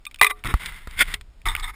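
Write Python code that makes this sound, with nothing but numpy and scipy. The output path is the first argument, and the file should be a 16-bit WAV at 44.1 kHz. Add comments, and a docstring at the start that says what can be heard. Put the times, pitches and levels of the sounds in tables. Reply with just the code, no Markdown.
"""A shotgun is handled outdoors, right at a small camera: light ticks, then its steel action clacks shut.
The parts rebound and chatter, a sprung catch pings and the barrel hums on. A hand bumps and drags along
the stock, a sleeve rubs, a part slides home with a rasp, and steel scrapes and squeals on steel.
Movement rumbles in the microphone; the recorder samples coarsely and mirrors the sound into the treble."""
import sys
import numpy as np
from scipy import signal
from scipy.fft import rfft, irfft, next_fast_len
from scipy.io import wavfile

SR = 44100
rng = np.random.default_rng(int(sys.argv[2]) if len(sys.argv) > 2 else 0)


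def unload_wav(signal):
    """Save mono or channel-first audio to the path in sys.argv[1] as 16-bit WAV at rate SR, clipped to [-1, 1]."""
    wavfile.write(
        sys.argv[1],
        SR,
        np.round(np.clip(np.atleast_2d(signal).T, -1, 1) * 32767).astype(np.int16),
    )


N = 77175


def amp(db):
    """Decibels to gain."""
    return 10 ** (np.asarray(db) / 20)


def unit(x):
    """Scale to rms 1."""
    return x / np.sqrt(np.mean(x ** 2) + 1e-20)


def eq_gain(curve, hz):
    """The gain of an EQ curve drawn in dB over log frequency."""
    points_hz, points_db = np.transpose(curve)
    return amp(np.interp(np.log(hz + 1), np.log(points_hz + 1), points_db))


def filtered(x, response):
    """Apply a gain that depends on frequency."""
    size = next_fast_len(N + SR // 2)
    return irfft(rfft(x, size) * response(np.fft.rfftfreq(size, 1 / SR)), size)[:N]


def passband(hz, cutoff_hz=5950):
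    """The recorder's steep input low-pass."""
    return 1 / np.sqrt(1 + (hz / cutoff_hz) ** 60)


def coloured(x, curve, tilt_db=0):
    """EQ and tilt a signal inside the recorder's band, at rms 1."""
    return unit(filtered(x, lambda hz: eq_gain(curve, hz) * amp(tilt_db * np.log2(hz + 1)) * passband(hz)))


def noise(curve, tilt_db=0):
    """Coloured noise at rms 1."""
    return coloured(rng.standard_normal(N), curve, tilt_db)


def low_cut(x, cutoff_hz):
    """A gentle second-order high-pass below the given cutoff."""
    return signal.sosfilt(signal.butter(2, cutoff_hz, 'high', fs=SR, output='sos'), x)


def since(start_s):
    """Seconds since a cue, zero before it."""
    return np.maximum(np.arange(N) / SR - start_s, 0)


def fade(t, t60_s):
    """Exponential decay, 60 dB down at t60_s."""
    return np.exp(-np.log(1000) * t / t60_s)


def burst(start_s, curve, t60_s, tilt_db=0, attack_s=0.00008):
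    """A sharp contact: dense resonances that die at once."""
    t = since(start_s)
    envelope = fade(t, t60_s) * (1 - np.exp(-t / attack_s))
    hit = envelope * noise(curve, tilt_db)
    return hit * np.linalg.norm(envelope) / np.linalg.norm(hit)


def ring(start_s, modes, decay_scale=1, scatter_db=2, detune=0.0039, attack_s=0.0011):
    """Damped modes whose level, tuning and polarity vary with each blow."""
    t = since(start_s)
    out = np.zeros(N)
    for hz, db, t60_s in modes:
        level_draw, pitch_draw, sign_draw = rng.standard_normal(3)
        tone = np.sign(sign_draw) * np.cos(2 * np.pi * hz * (1 + detune * pitch_draw) * t)
        out += amp(db + scatter_db * level_draw) * fade(t, t60_s * decay_scale) * tone
    return out * (1 - np.exp(-t / attack_s))


def strokes(cues):
    """The envelope of strokes that rise, hold and die away, summed in power."""
    power = np.zeros(N)
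    for start_s, rise_s, hold_s, t60_s, db in cues:
        attack = np.minimum(since(start_s) / rise_s, 1)
        release = fade(since(start_s + rise_s + hold_s), t60_s)
        power += (amp(db) * attack * release) ** 2
    return np.sqrt(power)


def friction(cues, curve, hiss_db, slips_per_s=4500, spread_db=2.5):
    """Tiny slips of uneven size over a smooth hiss, through the body's resonances."""
    slips = (rng.random(N) < slips_per_s / SR) * rng.choice([-1, 1], N)
    sizes = amp(spread_db * np.minimum(rng.exponential(size=N), 4))
    texture = unit(slips * sizes) + amp(hiss_db) * rng.standard_normal(N)
    return strokes(cues) * coloured(texture, curve)


# Rumble fader ride: time_s, level_db
RUMBLE_RIDE = [(0, -54), (0.198, -49), (.41, -47), (.46, -28), (.51, -40), (.6, -41), (.72, -36.5),
               (.83, -45), (.89, -42), (.96, -33), (1.2, -38), (1.359, -43.5), (1.43, -45), (1.473, -23),
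               (1.54, -31), (1.66, -33.5), (1.75, -43.5)]
# Tone of the rumble and of the air: freq_hz, gain_db
RUMBLE_EQ = [(10, -13), (25, 12), (38, 2), (60, -4), (100, -12), (200, -35), (400, -41), (1000, -74)]
AIR_EQ = [(88, -36.5), (150, 1.5), (440, -10), (554, -9.5), (607, -10), (878, -12), (1950, -14),
          (5380, -22), (5900, -32), (7670, -64), (13000, -120)]


def rumble_and_air(air_db=-63.5):
    """Movement rumbles in the microphone over a quiet bed of open air."""
    rumble_db = np.interp(np.arange(N) / SR, *np.transpose(RUMBLE_RIDE))
    return amp(rumble_db) * noise(RUMBLE_EQ) + amp(air_db) * noise(AIR_EQ)


# Dry ticks: start_s, level_db, t60_s, tilt_db_per_octave
TICK_CUES = [(0.0529, -29, .012, 7), (0.1116, -38.5, 0.016, 3), (0.1225, -52, 0.0177, 0),
             (0.1443, -31.5, .016, 0.5), (.1598, -37, 0.011, 8.5), (0.1881, -38, 0.012, 5),
             (.3920, -55, 0.018, 22), (0.4387, -23, 0.01, -4.5), (0.4732, -25.5, 0.012, 5.5),
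             (.6595, -23, 0.026, 5), (0.9104, -36.5, 0.0145, 0.5), (1.1397, -17, 0.013, -1),
             (1.1419, -16, 0.0205, 0.5), (1.2112, -36.5, 0.02, 1.5), (1.4169, -47, .024, 5),
             (1.4558, -31, 0.018, 4), (1.4869, -29, 0.015, 4), (1.5510, -13.5, 0.016, -6.5),
             (1.5643, -22, 0.016, -1), (1.5980, -31.5, 0.019, 18)]
# Their bright tone: freq_hz, gain_db
TICK_EQ = [(150, -47), (700, -24), (1300, -7), (1800, -4.5), (2300, 6.5), (2800, -3.5), (3400, 0.5),
           (4200, -15.5), (5200, -11.5), (5900, -32)]


def ticks():
    """Loose parts touch without ringing."""
    hits = sum(amp(db) * burst(start_s, TICK_EQ, t60_s, tilt_db)
               for start_s, db, t60_s, tilt_db in TICK_CUES)
    return low_cut(hits, cutoff_hz=751)


# Pings of the catch: start_s, level_db
PING_CUES = [(0.066, -21.5), (0.195, -29), (0.2671, -7.5)]
# Its modes: pitch_hz, level_db, t60_s
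CATCH_MODES = [(1185, -15, .065), (2450, 1.5, 0.026), (3590, -8.5, 0.036), (3670, -20, 0.029)]


def catch_pings():
    """A small sprung catch rings briefly."""
    return sum(amp(db) * ring(start_s, CATCH_MODES) for start_s, db in PING_CUES)


# The action closing: start_s, level_db, crack_over_ring_db, crack_tilt_db_per_octave, decay_scale
CLACK_CUES = [(0.2131, -1.5, 3, -2.5, 0.63), (0.2153, -8.5, 2.5, -0.5, 0.19), (0.2246, -7, -14, 3, 0.72),
              (.2305, -11.5, -10.5, 3, 0.93), (.2330, -12, -7, 7.5, .35), (.2450, -4, -6, 7.5, .45),
              (0.266, -14.5, -3.5, 4.5, .6), (.3020, -32, -5.5, 3.5, .7), (.3100, -19, 0.5, -2, 0.72)]
# Its steel ring: pitch_hz, level_db, t60_s
ACTION_MODES = [(876, -23, 0.044), (1030, -11.5, 0.065), (1170, -11, 0.16), (1520, -24.5, 0.052),
                (1836, -10.5, .04), (2027, 3.5, .045), (2078, -4.5, 0.029), (2410, -2, 0.042),
                (3740, -11.5, .035), (3860, -16.5, 0.066), (4720, -24.5, 0.027), (5190, -25.5, 0.022)]
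# Tone of the crack: freq_hz, gain_db
CRACK_EQ = [(80, -32), (220, -20), (340, -5.5), (500, 1), (720, -0.5), (1000, 3), (1500, 1), (2400, 7.5),
            (3000, -2.5), (4000, -10.5), (5800, -21)]


def action_clacks():
    """Steel parts slam together and rebound, each blow a crack and a short ring."""
    out = np.zeros(N)
    for start_s, db, crack_db, tilt_db, decay_scale in CLACK_CUES:
        steel = ring(start_s, ACTION_MODES, decay_scale)
        crack = burst(start_s, CRACK_EQ, t60_s=0.013, tilt_db=tilt_db)
        out += amp(db) * (steel + amp(crack_db) * crack)
    return low_cut(out, cutoff_hz=330)


# Soft bumps through the stock: start_s, knock_db, thump_db
BUMP_CUES = [(0.2147, -15.5, -33.5), (.4470, -25.5, -29), (.5400, -14, -8), (0.8729, -30, -27),
             (1.1406, -31, -46)]
# Tone of the knock: freq_hz, gain_db
KNOCK_EQ = [(60, -3), (220, -2), (400, -3.5), (700, -7.5), (1250, 5), (1600, -14), (2100, 1.5), (3000, -21),
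            (4300, -12), (5800, -30.5)]


def stock_bumps(thump_hz=48.3, thump_s=0.016, attack_s=0.0007):
    """A dull knock and one heavy, damped swing of the microphone."""
    out = np.zeros(N)
    for start_s, knock_db, thump_db in BUMP_CUES:
        t = since(start_s)
        envelope = (1 - np.exp(-t / attack_s)) / (1 + (t / thump_s) ** 4)
        swing = -np.cos(2 * np.pi * thump_hz * t) * envelope
        out += amp(knock_db) * burst(start_s, KNOCK_EQ, t60_s=0.024) + amp(thump_db) * swing
    return out


# Blows that wake the barrel: start_s, level_db, decay_scale
HUM_CUES = [(0.215, -28, 1), (1.1405, -52, 0.91)]
# Its modes: pitch_hz, level_db, t60_s
BARREL_MODES = [(420, -1, 0.34), (728, -12.5, 0.45)]


def barrel_hum():
    """The barrel hums on after firm blows."""
    return sum(amp(db) * ring(start_s, BARREL_MODES, decay_scale, scatter_db=0)
               for start_s, db, decay_scale in HUM_CUES)


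# Short rattles: start_s, rise_s, hold_s, release_t60_s, level_db
CHATTER_CUES = [(.218, .004, 0.0096, 0.025, -18.5), (.250, 0.0032, .010, 0.11, -27),
                (.295, 0.00395, 0.0095, 0.017, -25)]
# Their metallic tone: freq_hz, gain_db
CHATTER_EQ = [(350, -67.5), (600, -41.5), (792, -25), (1030, -18), (1160, -2.5), (1240, -9.5),
              (1370, -24.5), (1720, -16.5), (2040, -5.5), (2290, -11), (2450, -13), (2850, -27.5),
              (3730, -15), (3950, -21.5), (4340, -36.5), (4830, -29), (5900, -37), (7670, -67),
              (13000, -120)]


def action_chatter():
    """The action chatters between its blows."""
    return friction(CHATTER_CUES, CHATTER_EQ, hiss_db=-7)


# Hand moves: start_s, rise_s, hold_s, release_t60_s, level_db
DRAG_CUES = [(.340, 0.029, 0.03, .1, -55), (.451, 0.0052, 0.015, 0.057, -28),
             (.482, 0.0027, .031, 0.072, -30)]
# Tone of the grip: freq_hz, gain_db
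GRIP_EQ = [(59, -21), (100, 3), (426, -10.5), (551, -16.5), (687, -12), (762, -19), (1130, -3), (1380, -5),
           (1610, -11.5), (1980, -2.5), (3030, -16.5), (3790, -11), (4190, -39), (5330, -22.5), (5900, -42),
           (7670, -63), (13000, -120)]


def hand_drag():
    """The hand grips and slips along the stock."""
    return friction(DRAG_CUES, GRIP_EQ, hiss_db=-5.5)


# Sleeve moves: start_s, rise_s, hold_s, release_t60_s, level_db
RUB_CUES = [(.520, .01, 0.043, 0.17, -44), (.594, 0.0043, 0.098, 0.096, -37),
            (.700, .02, 0.041, 0.52, -43.5), (.850, .09, .04, 0.089, -45.5), (1.030, .01, 0.056, .1, -42),
            (1.068, .012, 0.066, 0.083, -37.5)]
# Tone of the cloth: freq_hz, gain_db
CLOTH_EQ = [(88, -34.5), (150, -1.5), (192, -5.5), (290, -19.5), (426, -15), (497, -22.5), (554, -21),
            (708, -16), (1010, -7.5), (1840, -3.5), (2110, 4.5), (2460, -9.5), (3660, -8), (4080, -18),
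            (4980, -19.5), (5380, -21), (5900, -31), (7670, -69.5), (13000, -120)]


def sleeve_rub():
    """Cloth brushes past in soft, grainy strokes."""
    return friction(RUB_CUES, CLOTH_EQ, hiss_db=-4)


# Three pushes, each louder: start_s, rise_s, hold_s, release_t60_s, level_db
SLIDE_CUES = [(.968, .012, .01, 0.033, -33), (.987, 0.0079, .004, 0.026, -18.5),
              (1.000, 0.0086, .016, 0.026, -13)]
# Tone of the rasp: freq_hz, gain_db
RASP_EQ = [(88, -37.5), (150, -17.5), (277, -21), (389, -24), (505, -22.5), (826, -23), (1110, -16.5),
           (1230, -22.5), (1440, -2.5), (1700, -10), (1980, -6), (2170, 1), (2420, -12.5), (2740, -11.5),
           (2910, -22), (3190, -6), (3500, -7.5), (3660, -12.5), (3840, -26), (4830, -20), (5900, -34),
           (7670, -60.5), (13000, -120)]


def part_slide():
    """A part slides home with a rasp, more hiss than grit."""
    return friction(SLIDE_CUES, RASP_EQ, hiss_db=8.5)


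# Scrapes: start_s, rise_s, hold_s, release_t60_s, level_db
SCRAPE_CUES = [(1.455, 0.0034, 0.015, 0.072, -23.5), (1.483, 0.0017, 0.005, 0.26, -28.5),
               (1.570, 0.0044, 0.035, .1, -38), (1.624, 0.014, 0.0067, 0.17, -32.5),
               (1.672, 0.0091, 0.024, 0.041, -35.5), (1.728, 0.017, .02, .05, -46)]
# Tone of the steel: freq_hz, gain_db
STEEL_EQ = [(120, -50), (200, -22.5), (389, -15.5), (455, -22.5), (531, -38.5), (612, -36), (715, -13.5),
            (923, -2), (1080, -7.5), (1240, 4.5), (1370, -13.5), (1490, -6), (1600, -9.5), (2100, 0.5),
            (2190, 2.5), (2280, -8.5), (2600, -19), (2870, -17), (3260, -20), (3540, -8), (3700, -12.5),
            (4260, -26), (4770, -24), (5190, -18.5), (5900, -35), (7670, -64), (13000, -120)]


def steel_scrape():
    """Steel sticks and slips on steel."""
    return friction(SCRAPE_CUES, STEEL_EQ, hiss_db=-3)


# Squeals: start_s, rise_s, hold_s, release_t60_s, level_db
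SQUEAL_CUES = [(1.483, .003, 0.0022, 0.13, -29), (1.624, 0.0021, 0.017, 0.073, -32)]


def steel_squeal(pitch_hz=3606, half_width_hz=140):
    """The scrape catches and squeals in one narrow resonance."""
    squeal = filtered(rng.standard_normal(N), lambda hz: 1 / (1 + ((hz - pitch_hz) / half_width_hz) ** 2))
    return strokes(SQUEAL_CUES) * unit(squeal)


def scene():
    """The mono mix, close and dry."""
    action = action_clacks() + catch_pings() + barrel_hum() + action_chatter()
    touches = ticks() + stock_bumps()
    rubbing = steel_squeal() + sleeve_rub() + hand_drag() + part_slide() + steel_scrape()
    return (action + touches + rubbing + rumble_and_air())[None]


# What the recorder's smoothing lets through: freq_hz, gain_db
SMOOTHING_EQ = [(6000, 0), (7500, -4), (9000, -9), (10000, -13.5), (11300, -23), (11800, -36), (12000, -60),
                (12200, -36), (12700, -25), (14000, -16), (15100, -13), (15700, -36)]


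def record(dry, clip_level=0.84, sample_hz=12000, top_hz=15822):
    """The recorder clips, samples coarsely and leaves mirror images around its sampling rate."""
    clipped = np.clip(dry[0], -clip_level, clip_level)
    sampler = 1 + 2 * np.cos(2 * np.pi * sample_hz * np.arange(N) / SR)
    mirrored = filtered(clipped, passband) * sampler
    smoothed = filtered(mirrored, lambda hz: eq_gain(SMOOTHING_EQ, hz))
    return filtered(np.clip(smoothed, -1, 1), lambda hz: hz < top_hz)[None]


dry = scene()
out = record(dry)
unload_wav(out)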